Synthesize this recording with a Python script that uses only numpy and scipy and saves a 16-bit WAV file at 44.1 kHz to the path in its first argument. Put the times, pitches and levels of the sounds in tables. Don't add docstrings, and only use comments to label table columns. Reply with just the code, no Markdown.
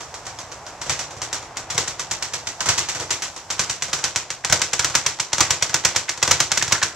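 import sys
import numpy as np
from scipy import signal
from scipy.io import wavfile
from scipy.ndimage import uniform_filter1d, map_coordinates

SR = 44100
rng = np.random.default_rng(int(sys.argv[2]) if len(sys.argv) > 2 else 0)


def inscribe(sig):
    pcm = np.round(np.clip(np.atleast_2d(sig).T, -1, 1) * 32767)
    wavfile.write(sys.argv[1], SR, pcm.astype(np.int16))


N = 306495
AGE = np.arange(SR // 2) / SR
RATTLE_LEAD_S = 0.0115

# t/s, strength/dB, contact time/s
REBOUNDS = [(.0054, -35.5, 0.0073), (.142, -35, .002), (0.2658, -34.5, .0057), (.388, -34.5, .003),
            (0.5144, -38.5, 0.0073), (.6658, -37.5, 0.0038), (.814, -31, 0.0054), (.896, -21.5, 0.0021),
            (.991, -29, 0.0073), (1.106, -40.5, 0.0068), (1.2178, -28, .005), (1.3274, -25.5, 0.0036),
            (1.426, -42, 0.0036), (1.568, -29, 0.0052), (1.7016, -27, 0.0047), (1.7768, -19.5, .0046),
            (1.8746, -27, .007), (1.9943, -26.5, 0.0042), (2.1119, -23.5, 0.0052), (2.2226, -25, .004),
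            (2.3347, -25, 0.0073), (2.4701, -26.5, 0.0045), (2.605, -23.5, 0.0048), (2.6876, -15.5, 0.0046),
            (2.7768, -19, .006), (2.887, -24, 0.0039), (3.1048, -20, .006), (3.222, -25.5, .0016),
            (3.361, -35.5, 0.0045), (3.5031, -23.5, 0.004), (3.5936, -19, 0.0024), (3.6964, -23, 0.0045),
            (3.8221, -22.5, 0.0023), (3.9306, -20, 0.0031), (4.0402, -19, .003), (4.16, -19.5, .0015),
            (4.3042, -26.5, .001), (4.4482, -21.5, .0013), (4.523, -12.5, 0.0051), (4.6161, -18, 0.003),
            (4.7314, -19.5, 0.0039), (4.7931, -19, 0.0055), (4.845, -17.5, .0023), (4.951, -13.5, 0.0026),
            (5.062, -17.5, 0.0047), (5.1984, -20.5, 0.0041), (5.33, -19, .0034), (5.4058, -12, 0.0047),
            (5.5047, -15.5, 0.0044), (5.6224, -17, 0.0049), (5.7411, -15.5, 0.0047), (5.8494, -13, .005),
            (5.96, -16.5, .0058), (6.092, -21.5, 0.0029), (6.2276, -15, .003), (6.31, -11.5, 0.0042),
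            (6.4023, -14.5, 0.0047), (6.5159, -17, 0.0041), (6.5734, -18, 0.0049), (6.6242, -19.5, 0.0025),
            (6.7222, -13.5, .005), (6.8276, -16.5, 0.0059)]
# t/s, strength/dB, bladder thump/dB
PUNCHES = [(0.2526, -42, -49), (0.861, -39, -31.5), (1.164, -45.5, -42), (1.745, -36.5, -35.5),
           (2.657, -25, -32.5), (2.947, -31, -38), (2.9954, -30.5, -33), (3.881, -37, -39.5),
           (3.989, -35, -46), (4.496, -25.5, -32), (4.898, -33, -42), (5.3798, -23.5, -36),
           (5.693, -31, -41), (6.1746, -35.5, -49), (6.2755, -22, -29), (6.6777, -29, -37)]


def amp(db):
    return 10 ** (np.asarray(db) / 20)


def unit(x):
    return x / np.sqrt(np.mean(np.sum(x ** 2, -1)) + 1e-20)


def read(points, hz):
    f, value = np.transpose(points)
    return np.interp(np.log(hz + 1), np.log(f + 1), value)


def add(mix, s, sound):
    part = mix[:, max(round(s * SR), 0):][:, :sound.shape[-1]]
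    part += sound[..., :part.shape[1]]


def response(points, modes=(), size=4096):
    hz = abs(np.fft.fftfreq(size, 1 / SR))
    db = read(points, hz) + sum(peak / (1 + (2 * (hz - f) / width) ** 2) for f, width, peak in modes)
    log_spectrum = np.conj(signal.hilbert(np.log(amp(db))))
    return np.fft.ifft(np.exp(log_spectrum)).real[:size // 2]


def through(x, taps):
    return signal.oaconvolve(x, np.atleast_2d(taps), axes=1)[:, :x.shape[1]]


def diffuse(size, apart_hz=5000, leak_db=-22):
    mid, side = rng.standard_normal((2, size))
    side = amp(leak_db) * side + signal.lfilter(*signal.butter(1, apart_hz, "high", fs=SR), side)
    return np.array([mid + side, mid - side])


def clumps(depth_db, size=48):
    wobble = uniform_filter1d(rng.standard_normal(len(AGE)), size) * np.sqrt(size)
    return amp(depth_db * wobble)


def walk(s):
    # t/s, direct share of the attack (0-1), reverberation/dB, rumble/dB, hiss/dB
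    path = [(0, 0.6, -5, -42.5, -53), (1.0, 0.52, -4, -41.5, -56), (1.7, 0.58, -6.5, -41, -57.5),
            (2.6, 0.43, -7, -43.5, -52), (3.3, 0.22, -5.5, -45, -51), (3.6, 0.6, -7, -46, -56),
            (4.4, 0.81, -10.5, -47.5, -58), (6.95, 0.88, -11.5, -46.5, -55)]
    times, *columns = np.transpose(path)
    return [np.interp(s, times, column) for column in columns]


def background():
    # f/Hz, level/dB
    rumble_spectrum = [(18, -27), (35, -6.5), (70, 1), (125, 2.5), (200, -7), (370, -5), (700, 4.5),
                       (980, 2.5), (1250, -2.5), (2700, -15), (8000, -42)]
    hiss_spectrum = [(300, -28), (2000, -5), (5000, 4), (9000, -0.5), (14000, -1.5)]
    _, _, rumble_db, hiss_db = walk(np.arange(N) / SR)
    rumble = amp(rumble_db) * through(diffuse(N), unit(response(rumble_spectrum)))
    hiss = amp(hiss_db) * through(diffuse(N), unit(response(hiss_spectrum)))
    return rumble + hiss


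def reverberation(rise_s=0.0078):
    # f/Hz, T60/s
    decay_times = [(150, 0.54), (500, 0.5), (1500, 0.34), (4000, 0.31), (7000, 0.28), (13000, 0.25)]
    hz, t, bands = signal.stft(diffuse(len(AGE)), SR, nperseg=256)
    decay = amp(-60 * t / read(decay_times, hz)[:, None])
    tail = signal.istft(bands * decay, SR)[1][:, :len(AGE)]
    return unit(tail * clumps(depth_db=2) * (1 - np.exp(-AGE / rise_s)))


def placed(x):
    # t/s, left delay/s, left gain/dB
    bearing = [(0, 0.000042, -1.5), (1.7, 0.00002, .8), (2.7, 0.000062, -1), (3.3, 0.000032, 0),
               (3.8, 0.000017, -0.5), (4.3, 0.0000045, 0), (6.95, 0.000019, -0.16)]
    times, lags, shade_db = np.transpose(bearing)
    t = np.arange(N) / SR
    left = map_coordinates(x[0], [(t - np.interp(t, times, lags)) * SR], order=3)
    return np.array([left * amp(np.interp(t, times, shade_db)), x[1]])


def swivel(level_db=10, uneven_db=3, rise_s=0.004, fade_s=0.009):
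    # f/Hz, level/dB
    rattle_spectrum = [(300, -18), (900, 6.5), (1500, -3), (2300, -9.5), (3200, -6), (8000, -19.5),
                       (14000, -26.5)]
    envelope = np.exp(-AGE / fade_s) * (1 - np.exp(-AGE / rise_s))
    out = np.zeros((2, N))
    for s, db, _ in REBOUNDS + PUNCHES:
        rattle = unit(diffuse(len(AGE)) * clumps(depth_db=4) * envelope)
        start = s - RATTLE_LEAD_S * rng.uniform(0.95, 1.15)
        add(out, start, amp(db + level_db + uneven_db * rng.standard_normal()) * rattle)
    return through(out, unit(response(rattle_spectrum)))


def lesser_bursts(mount_hz=600, swivel_hz=1650, tail_hz=450, spread=0.16):
    tugs = [(s, thump_db + 20, mount_hz) for s, _, thump_db in PUNCHES]
    throws = [(s - RATTLE_LEAD_S, db, swivel_hz) for s, db, _ in REBOUNDS]
    low_tails = [(s + 0.018, db - 4, tail_hz) for s, db, _ in REBOUNDS]
    return [(s, db, hz * np.exp(spread * rng.standard_normal()))
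            for s, db, hz in tugs + throws + low_tails]


def clanks(level_db=6, edge_ratio=1.22, room_db=-5, ring_hz=1528, ring_t60=0.18, ring_db=-14):
    # t/s, level/dB, f/Hz
    prominent = [(1.781, -7, 445), (2.606, -6, 1080), (2.687, -9, 1020), (3.013, -12.5, 420),
                 (4.439, -9, 1670), (4.525, -3.5, 560), (4.794, -6, 1500), (4.943, -6.5, 1440),
                 (5.399, -1, 1010), (6.082, -6.5, 1860), (6.611, -4.5, 1960), (6.747, -3, 1580),
                 (6.817, -2.5, 1590), (6.828, -6, 1480)]
    envelope = np.exp(-AGE / 0.0072) * (1 - np.exp(-AGE / 0.0058))
    ring = unit(np.sin(2 * np.pi * ring_hz * AGE) * amp(-60 * AGE / ring_t60))
    out = np.zeros((2, N))
    for s, db, hz in prominent + lesser_bursts():
        burst = unit(diffuse(len(AGE)) * envelope) + amp(room_db) * reverberation()
        band = signal.butter(2, [hz / edge_ratio, hz * edge_ratio], "band", fs=SR)
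        clank = unit(signal.lfilter(*band, burst))
        add(out, s, amp(db + level_db) * (clank + amp(ring_db) * ring))
    return out


def thump(direct, pulse_hz=125, delay_s=0.00882, boom_db=1):
    # f/Hz, level/dB, T60/s
    room_modes = [(68, -18, 0.26), (90, -15.5, 0.36), (121.8, -10, 0.24), (161.2, -14, 0.3)]
    squeeze = rng.uniform(0.8, 1.1)
    u = (np.pi * pulse_hz * squeeze * (AGE - delay_s)) ** 2
    push = (2 * u - 1) * np.exp(-u)
    boom = np.zeros(len(AGE))
    for hz, db, t60 in room_modes:
        cycles = hz * rng.uniform(0.911, 1.07) * AGE + rng.random()
        boom += amp(db - 60 * AGE / t60) * np.sin(2 * np.pi * cycles)
    swing = direct * push + amp(boom_db) * boom * (1 - np.exp(-AGE / delay_s))
    low_cut = signal.butter(2, 42, "high", fs=SR)
    return signal.lfilter(*low_cut, swing)


def softened(knock, board_db, dull_hz=1500, boost_db=2):
    edge_hz = np.clip(dull_hz * amp(-board_db), 500, 8000)
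    dulled = signal.lfilter(*signal.butter(2, edge_hz, fs=SR), knock)
    return amp(boost_db * dull_hz / edge_hz) * dulled


def contact(length_s, direct, snap_gap_s=0.002, scatter_s=0.018, uneven_db=6, touch_db=-10):
    # delay/s, level/dB
    echoes = [(.0021, -4.5), (.0036, -7), (.0055, -8), (.008, -13.5), (0.0136, -18)]
    count = int(np.clip(np.ceil(length_s / snap_gap_s), 1, 8))
    jitter = rng.random(8)[:count]
    snap_times = (np.arange(count) + jitter - jitter[0]) / count * length_s
    snaps = np.zeros(len(AGE))
    snaps[(snap_times * SR).astype(int)] = amp(uneven_db * rng.standard_normal(8)[:count])
    snaps[0] *= amp(touch_db)
    early = snaps.copy()
    for delay, db in echoes:
        early += amp(db) * np.roll(snaps, round(delay * rng.uniform(0.88, 1.12) * SR))
    envelope = np.exp(-AGE / scatter_s) * (1 - np.exp(-AGE / 0.0016))
    scattered = diffuse(len(AGE)) * clumps(depth_db=4) * envelope
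    return np.sqrt(direct) * unit(early) + np.sqrt(1 - direct) * unit(scattered)


def blows(swing_s=0.11, soft_db=-24.5, indoor_db=-8, fist_contact_s=0.0058):
    last_s, last_db = REBOUNDS[0][0] - swing_s, REBOUNDS[0][1]
    for s, db, length_s in REBOUNDS:
        room_db = walk(s)[1]
        late_s = np.clip(s - last_s, 0.78 * swing_s, 1.1 * swing_s) - swing_s
        drive_db = np.clip(db - last_db, -5.5, 5.5)
        wet_db = room_db - 0.14 * drive_db - 51 * max(late_s, 0)
        board_db = -5.5 + 0.17 * drive_db + 0.5 * max(soft_db - db, 0)
        bladder_db = db - 17 - 124 * late_s + 0.8 * (room_db - indoor_db)
        yield s, db, wet_db, board_db, bladder_db, length_s
        last_s, last_db = s, db
    for s, db, bladder_db in PUNCHES:
        wet_db = walk(s)[1] + 4
        yield s, db, wet_db, -1.5, bladder_db, fist_contact_s


def bag(slap_db=25.5, slap_room_db=30.8, knock_db=26, knock_room_db=31.5, thump_db=7.5):
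    # f/Hz, level/dB
    leather_spectrum = [(300, -84), (1200, -20.5), (2000, 5), (2700, 3.5), (4000, 3.5), (6000, 4),
                        (14000, -4)]
    wood_spectrum = [(80, -43), (210, -12.5), (330, -4), (500, -7), (700, -2), (930, -1), (1500, 0.5),
                     (1900, -3.5), (2600, -7), (6000, -49)]
    wall_spectrum = [(3000, 1), (7000, 0), (13000, -1)]
    # f/Hz, bandwidth/Hz, peak/dB
    board_modes = [(338, 54, 2), (506, 21, 6.5), (957, 57, 2.5), (1126, 220, 2), (1518, 14, 4.5),
                   (1910, 78, 4)]
    slaps, returns, knocks, thumps = np.zeros((4, 2, N))
    for s, db, wet_db, board_db, bladder_db, length_s in blows():
        direct = walk(s)[0]
        knock = amp(knock_db) * contact(length_s, 0.75 * direct)
        knock += amp(knock_room_db + wet_db) * reverberation()
        add(slaps, s, amp(db + slap_db) * contact(length_s, direct))
        add(returns, s, amp(db + slap_room_db + wet_db) * reverberation())
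        add(knocks, s, amp(db + board_db) * softened(knock, board_db))
        add(thumps, s, amp(bladder_db + thump_db) * thump(direct))
    slaps += through(returns, response(wall_spectrum))
    leather = through(slaps, unit(response(leather_spectrum)))
    board = through(knocks, unit(response(wood_spectrum, board_modes)))
    return leather + board + thumps


def scene():
    return placed(bag() + swivel() + clanks()) + background()


def record(dry, ceiling=1.03, knee=4, edge_hz=15500):
    # f/Hz, gain/dB
    left_colour = [(20, 1), (1000, 0.5), (4000, 4.5), (5600, 5), (6500, 8), (7200, 13), (7800, 10),
                   (8400, 3.5), (9500, -3), (14000, -9.5), (14700, -51.5)]
    right_colour = [(20, 4.5), (1000, 1), (4000, 5), (5200, 7.5), (5900, 13.5), (6700, 7), (7600, -1),
                    (8500, -6), (10000, -12.5), (14000, -24), (14700, -27)]
    coloured = through(dry, [response(left_colour), response(right_colour)])
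    saturated = coloured / (1 + abs(coloured / ceiling) ** knee) ** (1 / knee)
    low_pass = signal.firwin(127, edge_hz, window=("kaiser", 9), fs=SR)
    return signal.oaconvolve(saturated, low_pass[None], "same", axes=1)


dry = scene()
out = record(dry)
inscribe(out)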